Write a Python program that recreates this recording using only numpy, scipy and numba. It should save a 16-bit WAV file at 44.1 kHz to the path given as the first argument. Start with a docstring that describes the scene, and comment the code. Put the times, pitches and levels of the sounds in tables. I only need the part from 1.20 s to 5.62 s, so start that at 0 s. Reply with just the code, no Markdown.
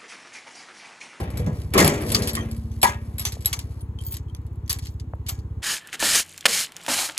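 """Outdoors behind a steel trailer, near a hand-held phone: a three-cylinder diesel idles, each firing
a thump that rings exhaust and block, over a distant noise wash.
The tailgate rumbles, slams shut and sheds grit: blows and shaped noise ring its sheet modes.
Latch, chain and pin clink as struck steel modes plus rattling noise; the sheet hums on one slow mode.
A finger knocks twice on the phone: ticks that fall in pitch."""
import sys
import numpy as np
from scipy import signal
from scipy.fft import rfft, irfft
from scipy.io import wavfile
from scipy.ndimage import uniform_filter1d
from numba import njit

SR = 44100
rng = np.random.default_rng(int(sys.argv[2]) if len(sys.argv) > 2 else 0)


def undo_db(level):
    """Turn decibels back into plain size, where 20 dB means ten times bigger."""
    steps = np.asarray(level, float) / 20
    return 10 ** steps


def wrap_up_sound(samples):
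    """Save the sound to the file named by the first command line argument, as 16-bit audio."""
    columns = np.atleast_2d(samples).T
    # keep every value between -1 and 1, then stretch to whole-number steps
    tamed = np.clip(columns, -1, 1)
    steps = np.round(tamed * 32767).astype(np.int16)
    wavfile.write(sys.argv[1], SR, steps)


N = 194948
T = np.arange(N) / SR

# gate sheet modes: (frequency [Hz], relative level [dB], t60 [s])
GATE_MODES = [(110, -2, .15), (160, -3, .12), (210, 0, .15), (285, 2, .15), (307, 0, .7), (369, 2, .22),
              (410, -4, .35), (486, -2, .22), (576, -6, .4), (635, -6, .25), (727, -2, .12), (788, 0, .18),
              (838, 2, .15), (885, 0, .12), (940, 0, .18), (996, 0, .2), (1098, 0, .1), (1168, 0, .1),
              (1240, 0, .11), (1320, -2, .1), (1400, -2, .08), (1663, -1, .3), (1860, -3, .22),
              (1950, -2, .14), (2090, -2, .08), (2290, 0, .08), (2430, -4, .05), (2630, -7, .06),
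              (2980, -11, .04), (3300, -12, .04), (3600, -12, .04)]
# blows on the gate sheet: (time [s], relative level [dB], loudest ring [Hz])
SHEET_BLOWS = [(.002, -34, 790), (.2, -24, 490), (0.269, -6, 170), (.539, -25, 2290), (0.553, -19, 1100),
               (0.556, -15.5, 369), (0.579, -14, 310), (0.597, -13.5, 277.5), (0.58, -14, 1137),
               (.584, -10, 3300), (.597, -10.5, 2090), (.612, -15.5, 1800), (0.679, -24, 2430),
               (0.611, -11, 380), (.63, -20, 720), (0.597, -13, 110), (.6, -17, 1210), (.76, -28, 310),
               (0.95, -27, 1240), (1.0, -33.5, 410), (1.169, -28, 1990), (1.199, -44, 560),
               (1.633, -14.5, 824), (1.641, -13, 940), (1.632, -11, 2400), (1.632, -13.5, 2980),
               (1.644, -21.5, 1950), (1.678, -15.5, 3600), (1.636, -18, 1250), (1.635, -22, 1663),
               (1.636, -30, 380), (1.75, -43, 1860), (1.69, -30, 960), (1.175, -30, 1168), (.97, -30, 410),
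               (2.052, -40, 860), (2.053, -40, 1240), (2.065, -44, 390), (2.335, -37, 1200),
               (3.498, -42, 1784), (3.499, -42, 1200), (4.092, -37, 1330)]
# steel on steel: (time [s], relative level [dB], loudest ring [Hz], ring over blow [dB],
# nominal rattle t60 [s])
CLINKS = [(0.1036, -34.5, 7260, -18, 0.13), (0.173, -23, 7700, -11, 0.098),
          (0.2442, -40.5, 3360, -29, 0.032), (0.264, -36.5, 3620, -8, 0.17),
          (0.418, -30.5, 5100, -23, 0.026), (0.5372, -11.5, 7200, -24, 0.094),
          (0.5784, 0.5, 5000, -32, 0.26), (0.6464, -2.5, 10600, -43, 0.12),
          (0.6774, 1.5, 11200, -22, 0.041), (0.815, -26, 11200, -31.5, 0.18), (.868, -30, 7840, -11, 0.12),
          (0.903, -19.5, 3175, -13, 0.03), (0.9187, -5, 12300, -24, 0.078), (0.9474, -4.5, 4460, -10, 0.09),
          (1.0217, -18, 5000, -15, 0.19), (1.074, -9.5, 10100, -40, 0.081), (1.087, -8.5, 7800, -25, 0.065),
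          (1.096, -13.5, 7800, -25, 0.048), (1.1322, -19.5, 11300, -19, 0.12),
          (1.1522, -7.5, 11700, -37, 0.051), (1.1681, -30.5, 3100, -13, 0.11),
          (1.1886, -41, 3165, -1, 0.083), (1.208, -48, 3175, 3.5, .06), (1.228, -49.5, 3175, 1, .06),
          (1.211, -42.5, 6200, -1.5, .1), (1.3134, -26, 11100, -26, 0.073),
          (1.365, -35.5, 12600, -16, 0.11), (1.5157, -42, 6100, -9.5, 0.13), (1.6165, -20, 7800, -10, 0.15),
          (1.63, -2, 8305, -6.5, 0.13), (1.6763, -17.5, 3560, -13, 0.054), (1.9829, -18, 11410, -19, 0.12),
          (1.9957, -10.5, 11300, -14.5, 0.05), (2.0133, -19, 11200, -27, 0.11),
          (2.0521, -9, 6154, -15, 0.095), (2.1216, -24, 5100, -16, 0.087), (2.208, -30.5, 7400, -22, 0.06),
          (2.222, -33.5, 7800, -19, 0.071), (2.2483, -27.5, 7790, -22, 0.045),
          (2.258, -12.5, 11610, -5.5, 0.12), (2.277, -24.5, 3900, -16, 0.037),
          (2.3296, -9.5, 6070, -24, 0.065), (2.391, -18.5, 6240, -35, 0.071), (2.608, -39, 9407, -2, 0.052),
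          (2.788, -38.5, 3170, -2.5, 0.02), (2.79, -43, 6114, -11.5, 0.049), (2.812, -39.5, 8790, 4, 0.049),
          (2.8054, -46, 3170, 6, 0.033), (2.823, -37.5, 12900, -15, 0.045),
          (2.8364, -32, 11350, -21, 0.052), (2.85, -45.5, 14200, 9, .06), (2.865, -40.5, 14070, 11, 0.059),
          (2.859, -51, 4430, -8, 0.08), (2.872, -51, 4430, -11, .06), (2.885, -36, 14260, 0, 0.2),
          (2.909, -34, 14200, -1, 0.11), (2.9221, -25.5, 14000, -2, 0.14), (2.941, -22.5, 7760, -17, 0.084),
          (2.968, -27.5, 3900, -5, 0.048), (3.084, -56, 3154, -4, 0.04), (3.098, -56, 3140, 3.5, .04),
          (3.1488, -28.5, 6270, -9.5, 0.0079), (3.1642, -38, 9400, -26, 0.043),
          (3.217, -55, 11070, -26.5, 0.018), (3.266, -42.5, 7660, -17.5, 0.035),
          (3.33, -54, 13940, -8.5, 0.054), (3.358, -47.5, 14040, -12.5, 0.021),
          (3.462, -51.5, 6060, -2.5, 0.039), (3.479, -31.5, 6127, -19, 0.018),
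          (3.4954, -14, 11730, -6, 0.12), (3.498, -27, 5750, -0.5, .06), (3.5, -24.5, 6120, 4, 0.046),
          (3.5056, -15.5, 4374, -15, 0.089), (3.51, -26, 6700, 13, 0.046), (3.529, -22, 5100, -2.5, 0.043),
          (3.5875, -23, 7400, -31, 0.057), (3.6229, -37, 4240, -22, 0.2), (3.6575, -33, 3480, -17, 0.032),
          (3.669, -29, 4280, -15, 0.057), (3.706, -45.5, 14030, -9, 0.055), (3.7399, -46, 11600, -27, .025),
          (3.7985, -34, 4230, -12, 0.045), (3.953, -47, 11200, -24.5, .015),
          (4.0647, -30.5, 3300, -25, 0.19), (4.0866, -17, 14020, -13, 0.088), (4.1, -44.5, 6700, 19.5, .06),
          (4.09, -20, 3410, -6, .045), (4.093, -29, 11440, -4.5, 0.057), (4.093, -28, 6100, -5, 0.042),
          (4.19, -43.5, 4800, -11.5, 0.069)]
LOW_MODES_HZ = 600  # below it the whole panel moves


def noise():
    """White noise, unit variance."""
    return rng.standard_normal(N)


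def level(x, rms_db):
    """Sets the rms level."""
    return x * undo_db(rms_db) / np.sqrt(np.mean(x ** 2))


def band(x, lo_hz, hi_hz):
    """Second-order Butterworth band-pass."""
    return signal.sosfilt(signal.butter(2, [lo_hz, hi_hz], "bandpass", fs=SR, output="sos"), x)


def ring(x, hz, t60_s):
    """One damped mode: two-pole resonator, about unit peak for a unit impulse."""
    radius = 1000 ** (-1 / (t60_s * SR))
    w = 2 * np.pi * hz / SR
    return signal.lfilter([0, np.sin(w)], [1, -2 * radius * np.cos(w), radius * radius], x)


def walk(rate_per_s):
    """Random levels held 1 / rate, smoothed twice over the same span."""
    hold = int(SR / rate_per_s)
    steps = np.repeat(rng.standard_normal(N // hold + 1), hold)
    return uniform_filter1d(uniform_filter1d(steps, hold), hold)[:N]


def chirp(start_hz, end_hz, glide_s, rise_s, power):
    """Short swell whose pitch slides exponentially from start to end."""
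    t = np.arange(int(.12 * SR)) / SR
    hz = end_hz + (start_hz - end_hz) * np.exp(-t / glide_s)
    swell = (t / rise_s * np.exp(1 - t / rise_s)) ** power
    return swell * np.sin(2 * np.pi * np.cumsum(hz) / SR)


def blows(times_s, sizes):
    """One impulse per blow."""
    out = np.zeros(N)
    np.add.at(out, np.clip((np.asarray(times_s) * SR).astype(int), 0, N - 1), sizes)
    return out


def strike(modes, times_s, db, share_db):
    """Impulses ring a set of modes; share_db[mode, blow], with random level and sign per pair."""
    chance = rng.standard_normal((len(times_s), len(modes))).T
    out = 0
    for (hz, mode_db, t60_s), share, scatter in zip(modes, share_db, chance):
        sizes = np.sign(scatter) * undo_db(db + mode_db + share + 2.0 * scatter)
        out = out + ring(blows(times_s, sizes), hz, t60_s)
    return out


def fading(start_s, db, t60_s):
    """Power of a shake that starts at once and dies exponentially, cut after 0.5 s."""
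    out, start = np.zeros(N), int(np.ceil(start_s * SR))
    span = slice(start, start + SR // 2)
    out[span] = undo_db(db - 60 * (T[span] - start_s) / max(t60_s, .008)) ** 2
    return out


def engine():
    """Each firing leaves the pipe as a thump, lows last, and rings the pipe and block."""
    firing_hz, first_firing_s = 16.058, .0053
    # cylinders in firing order: (relative level [dB], lateness [s])
    cylinders = [(-.5, 0), (0, -.0006), (-1.8, .0007)]
    # exhaust and block resonances re thump: (frequency [Hz], width [Hz], level [dB])
    exhaust = [(203.6, 10, -24), (254.1, 15, -24.5), (329.5, 16, -28), (412.4, 39, -29.5), (446, 22, -32)]
    # thump as the phone moves along the trailer: (time [s], level [dB])
    engine_level = [(0, -29.5), (.5, -29.5), (1.3, -30), (2.4, -32), (4.42, -31.5)]
    k = np.arange(int(N / SR * firing_hz) + 1)
    jitter, scatter = rng.standard_normal((len(k), 2)).T
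    db, late_s = np.array(cylinders)[k % 3].T
    times_s = first_firing_s + k / firing_hz + late_s + 0.000068 * jitter
    firing = blows(times_s, undo_db(db + .5 * scatter))
    thump = np.convolve(firing, chirp(156.5, 17.0, 0.022, 0.014, 3.3))[:N]
    # the trailer side sends it back later and weaker
    echo = undo_db(-12.5) * np.roll(thump, int(.029 * SR))
    rough = firing * 40 + .5 * noise()
    pipe = sum(level(band(rough, hz - w / 2, hz + w / 2), db) for hz, w, db in exhaust)
    return (level(thump + echo, 0) + pipe) * undo_db(np.interp(T, *np.transpose(engine_level)))


def field():
    """Engine wash and open field: spectrally shaped noise that swells a little."""
    # spectrum shape: (frequency [Hz], relative level [dB])
    spectrum = [(20, -14), (45, -10), (90, -10.5), (150, -5), (300, -6.5), (470, -16.5), (650, -22),
                (1000, -17.5), (1500, -27), (2800, -35), (5000, -44), (16000, -46)]
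    hz, db = np.transpose(spectrum)
    f = np.maximum(np.arange(N // 2 + 1) * SR / N, 1)
    wash = irfft(rfft(noise()) * undo_db(np.interp(np.log(f), np.log(hz), db)), N)
    return level(wash, -50.5) * undo_db(0.99 * walk(4.4))


def shaking():
    """Amplitudes of panel, bed boom and grit as the gate swings, slams and settles."""
    # (time [s], panel [dB], trailer bed boom [dB], grit [dB])
    shake = [(0, -31.5, -32, -39), (0.121, -43, -35.5, -69), (0.202, -39.5, -27, -44),
             (0.271, -44.5, -28.5, -72.5), (0.359, -44.5, -36.5, -49.5), (0.519, -54, -37, -59.5),
             (.55, -21.5, -29, -67.5), (.6, -9.5, -24.5, -40), (0.638, -15.5, -11.5, -34.5),
             (0.717, -23.5, -34, -54), (.78, -31.5, -39, -52), (0.902, -32.5, -28.5, -31),
             (1.02, -27, -29.5, -41), (1.09, -38, -39.5, -66), (1.23, -39, -33.5, -54.5),
             (1.42, -59, -43.5, -60), (1.902, -53, -71, -59.5), (2.62, -56.5, -77.5, -59.5)]
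    s, *columns = np.transpose(shake)
    return [undo_db(np.interp(T, s, db, right=-120)) for db in columns]


def contact_powers(panel, grit):
    """Noise powers that shaking, clinks and blows feed to small parts and sheet."""
    rattle, sizzle = grit ** 2, (grit * undo_db(-5.0)) ** 2
    knock, rumble = (panel * undo_db(-14)) ** 2, panel ** 2
    swing_ends_s, swinging_db, shut_db = .66, -22.5, -32  # clink into gate, loose and shut
    for t, db, ring_hz, _, t60_s in CLINKS:
        bright_db = 4.4 * np.log2(ring_hz / 7000)
        # small parts are bright and stop first; the heavy sheet shakes longest
        sizzle = sizzle + fading(t, db - 14.5 + bright_db, 0.67 * t60_s)
        rattle = rattle + fading(t, db - 12 - bright_db, 1.53 * t60_s)
        gate_db = swinging_db if t < swing_ends_s else shut_db
        knock = knock + fading(t, db + gate_db, 2.05 * t60_s)
        knock = knock + fading(t, db - 41.5, 0.32)  # faint after-hum of the sheet
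    for t, db, ring_hz in SHEET_BLOWS:
        shudder = fading(t, db - 20.5, 0.26)
        rumble = rumble + shudder * undo_db(-3.5)
        knock = knock + shudder * (ring_hz > LOW_MODES_HZ)
    # contact is spread over 2 ms
    rattle, sizzle, knock = (uniform_filter1d(e, size=90) for e in (rattle, sizzle, knock))
    # unsmoothed crack of the first touch
    crack = sum(fading(t, db - 9, .008) for t, db, *_ in CLINKS)
    return rattle + crack, sizzle + crack, knock, rumble


def grit_hiss(grains, rattle, sizzle):
    """Rust flakes and chatter: uneven grains in a middle and a treble band."""
    middle = level(band(grains, 1923, 7970), 0) * np.sqrt(np.abs(rattle))
    treble = level(band(band(grains, 5580, 13500), 5400, 11880), 0)
    return middle + treble * np.sqrt(np.abs(sizzle))


def shaken_sheet(grains, knock, rumble):
    """Noise forces ring the gate modes and are also heard directly in two bands."""
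    low, high = noise() * np.sqrt(rumble), grains * np.sqrt(np.abs(knock))
    modes = 0
    for hz, db, t60_s in GATE_MODES:
        push = low if hz < LOW_MODES_HZ else high
        # long ringers take up less of a noisy push
        modes = modes + undo_db(db) / t60_s * ring(push, hz, t60_s)
    direct = undo_db(15.0) * band(low, 110, 520) + undo_db(14.5) * band(high, 780, 2800)
    return undo_db(-51.0) * modes + direct


def sheet_blows():
    """Impulses on the sheet; modes far from a blow's pitch get little of it."""
    s, db, ring_hz = np.transpose(SHEET_BLOWS)
    octaves = np.abs(np.log2(np.array(GATE_MODES)[:, :1] / ring_hz))
    rung = strike(GATE_MODES, s, db, np.maximum(-55 * octaves, -40))
    return rung * undo_db(3 * walk(150))  # uneven ring


def links():
    """The struck part rings, its mode nearest the blow's pitch most; the other parts barely."""
    # hook, pin, chain links, hinge, latch bar, pin ring; one list a part:
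    # (frequency [Hz], relative level [dB], free t60 [s])
    parts = [
        [(3175, 4, .14), (9450, -2, .09)],
        [(3430, -4, .09), (6121, 0, .12), (12835, -13, .2)],
        [(3900, -4, .045), (5100, -4, .06), (7800, 3, .05), (11350, 4, .07)],
        [(4230, 0, .04), (4430, 3, .055), (4700, 3, .045), (5017, 3, .07), (5750, -8, .04)],
        [(8794, 0, .09), (9432, -6, .13), (11880, -10, .05), (12760, -16, .2)],
        [(6700, -21, .2), (14230, 0, .1)],
    ]
    held_below_s, held_share = .05, .3  # a short rattle means a held part: its ring is cut to this share
    s, db, ring_hz, ring_db, t60_s = np.transpose(CLINKS)
    modes = sum(parts, [])
    hz = np.array(modes)[:, :1]
    part = np.repeat(np.arange(len(parts)), [len(p) for p in parts])[:, None]
    nearest = np.abs(np.log(hz / ring_hz)).argmin(axis=0)
    share_db = np.where(part == part[nearest, 0], -3.0, -27.0)
    share_db[nearest, np.arange(len(s))] = 0
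    held = t60_s < held_below_s
    damped = [(f, mode_db, held_share * t) for f, mode_db, t in modes]
    rung = 0
    for mode_set, k in ((modes, ~held), (damped, held)):
        rung = rung + strike(mode_set, s[k], (db + ring_db)[k], share_db[:, k])
    # loose parts keep touching, so their ring is rough
    return rung * undo_db(3 * walk(400))


def bed_boom(boom):
    """Trailer bed: low noise band following the boom amplitude."""
    return level(band(band(noise(), 55, 190), 55, 190), 0) * boom


def gate_and_chain():
    """Shaking, blows and clinks drive grit, sheet, links and bed together."""
    panel, boom, grit = shaking()
    rattle, sizzle, knock, rumble = contact_powers(panel, grit)
    grains = noise() * undo_db(3.5 * walk(400) + 2.0 * walk(90))
    hiss = grit_hiss(grains, rattle, sizzle)
    sheet = shaken_sheet(grains, knock, rumble) + sheet_blows()
    return links() + hiss + sheet + bed_boom(boom)


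def panel_hum():
    """Slow sheet mode, wavering slightly, fed by the rattling, then ringing until a hand stills it."""
    # (time [s], rms level [dB])
    hum_level = [(0.599, -51), (.68, -33.5), (.79, -44), (.86, -34), (1.02, -31), (1.099, -40),
                 (1.15, -33.5), (1.6, -43.5), (2.02, -47.5), (2.15, -61.5)]
    s, db = np.transpose(hum_level)
    hz = 224.4 * (1 + .003 * walk(8))
    envelope = np.sqrt(2) * undo_db(np.interp(T, s, db, left=-120, right=-120))
    return envelope * np.sin(2 * np.pi * np.cumsum(hz) / SR)


def knocks():
    """Finger on the phone: a tick that falls in pitch through the phone's body."""
    # (time [s], relative level [dB], starting pitch [Hz])
    finger = [(2.168, -29, 1200), (3.9351, -24.5, 3570)]
    ticks = np.zeros(N)
    for s, db, hz in finger:
        ticks += np.convolve(blows([s], undo_db(db)), chirp(hz, 505.0, 0.0006, 0.0017, 2.6))[:N]
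    return band(ticks, 500, 6000)


def scene():
    """All sources as the phone's two microphone ports hear them."""
    # ports: (frequency [Hz], left lead [rad], share of unlike sound [0-1])
    ports = [(0, 0, 0), (90, -.12, .003), (300, .05, .003), (420, .15, .01), (700, .8, .17),
             (1300, 1.3, .35), (2600, .9, .35), (4400, .8, .3), (5200, 2.4, .35), (6800, 0, .1),
             (16000, -12.56, .12)]
    # microphone: (frequency [Hz], colour [dB], left over right [dB])
    mic = [(100, 0, 0), (297, 0, 2), (700, 1, 2.5), (1380, 0, 2.5), (3000, -1, 1), (8100, 1, 1),
           (12100, -1, 0.5), (13600, 2, 0), (14880, 0.5, -0.5), (16500, -7, -1)]
    # balance as the phone turns along the trailer: (time [s], left over right [dB])
    pan = [(0, 0), (.7, 0), (1.7, -0.14), (2.4, 0.5), (4.42, -0.5)]
    sides = np.array([[.5], [-.5]])
    f = np.arange(N // 2 + 1) * SR / N
    hz, lead_rad, unlike = np.transpose(ports)
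    turn, share = np.exp(.5j * np.interp(f, hz, lead_rad)), np.interp(f, hz, unlike)
    alike = rfft(engine() + panel_hum() + field() + gate_and_chain()) * np.sqrt(1 - share)
    # other parts of the wide sheet and field reach the ports out of step
    apart = rfft(field() + gate_and_chain()) * np.sqrt(share)
    mic_hz, colour_db, tilt_db = np.transpose(mic)
    colour = undo_db(np.interp(f, mic_hz, colour_db) + np.interp(f, mic_hz, tilt_db) * sides)
    air = irfft(colour * np.array([alike * turn + apart, alike / turn - apart]), N)
    air = air * undo_db(np.interp(T, *np.transpose(pan)) * sides)
    tick = knocks()
    return air + np.array([np.roll(tick, shift=6), tick])  # left 6 samples late


@njit
def gain_control(x, top, ratio, attack, release):
    """Follows the level and turns down what exceeds top; attack and release are per-sample rates."""
    gain, e = np.ones(len(x)), 0.
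    for i in range(len(x)):
        e += (x[i] - e) * (attack if x[i] > e else release)
        gain[i] = (top / max(e, top)) ** (1 - 1 / ratio)
    return gain


def top_cut(x):
    """Nothing passes above the cut-off."""
    return signal.sosfilt(signal.butter(12, 16810, fs=SR, output="sos"), x)


def record(dry):
    """The phone drops the deepest bass and the top, ducks after loud blows and soft-clips."""
    x = signal.sosfilt(signal.butter(2, 39, "highpass", fs=SR, output="sos"), dry)
    x = signal.sosfilt(signal.butter(8, 16300, fs=SR, output="sos"), x)
    attack_s, release_s = 0.062, .13
    loudest = np.abs(x).max(axis=0)
    x = x * gain_control(loudest, undo_db(-24.0), 1.274, 1 / (attack_s * SR), 1 / (release_s * SR))
    x = .95 * np.tanh(x / .95)
    return top_cut(x)


dry = scene()
out = record(dry)
wrap_up_sound(out)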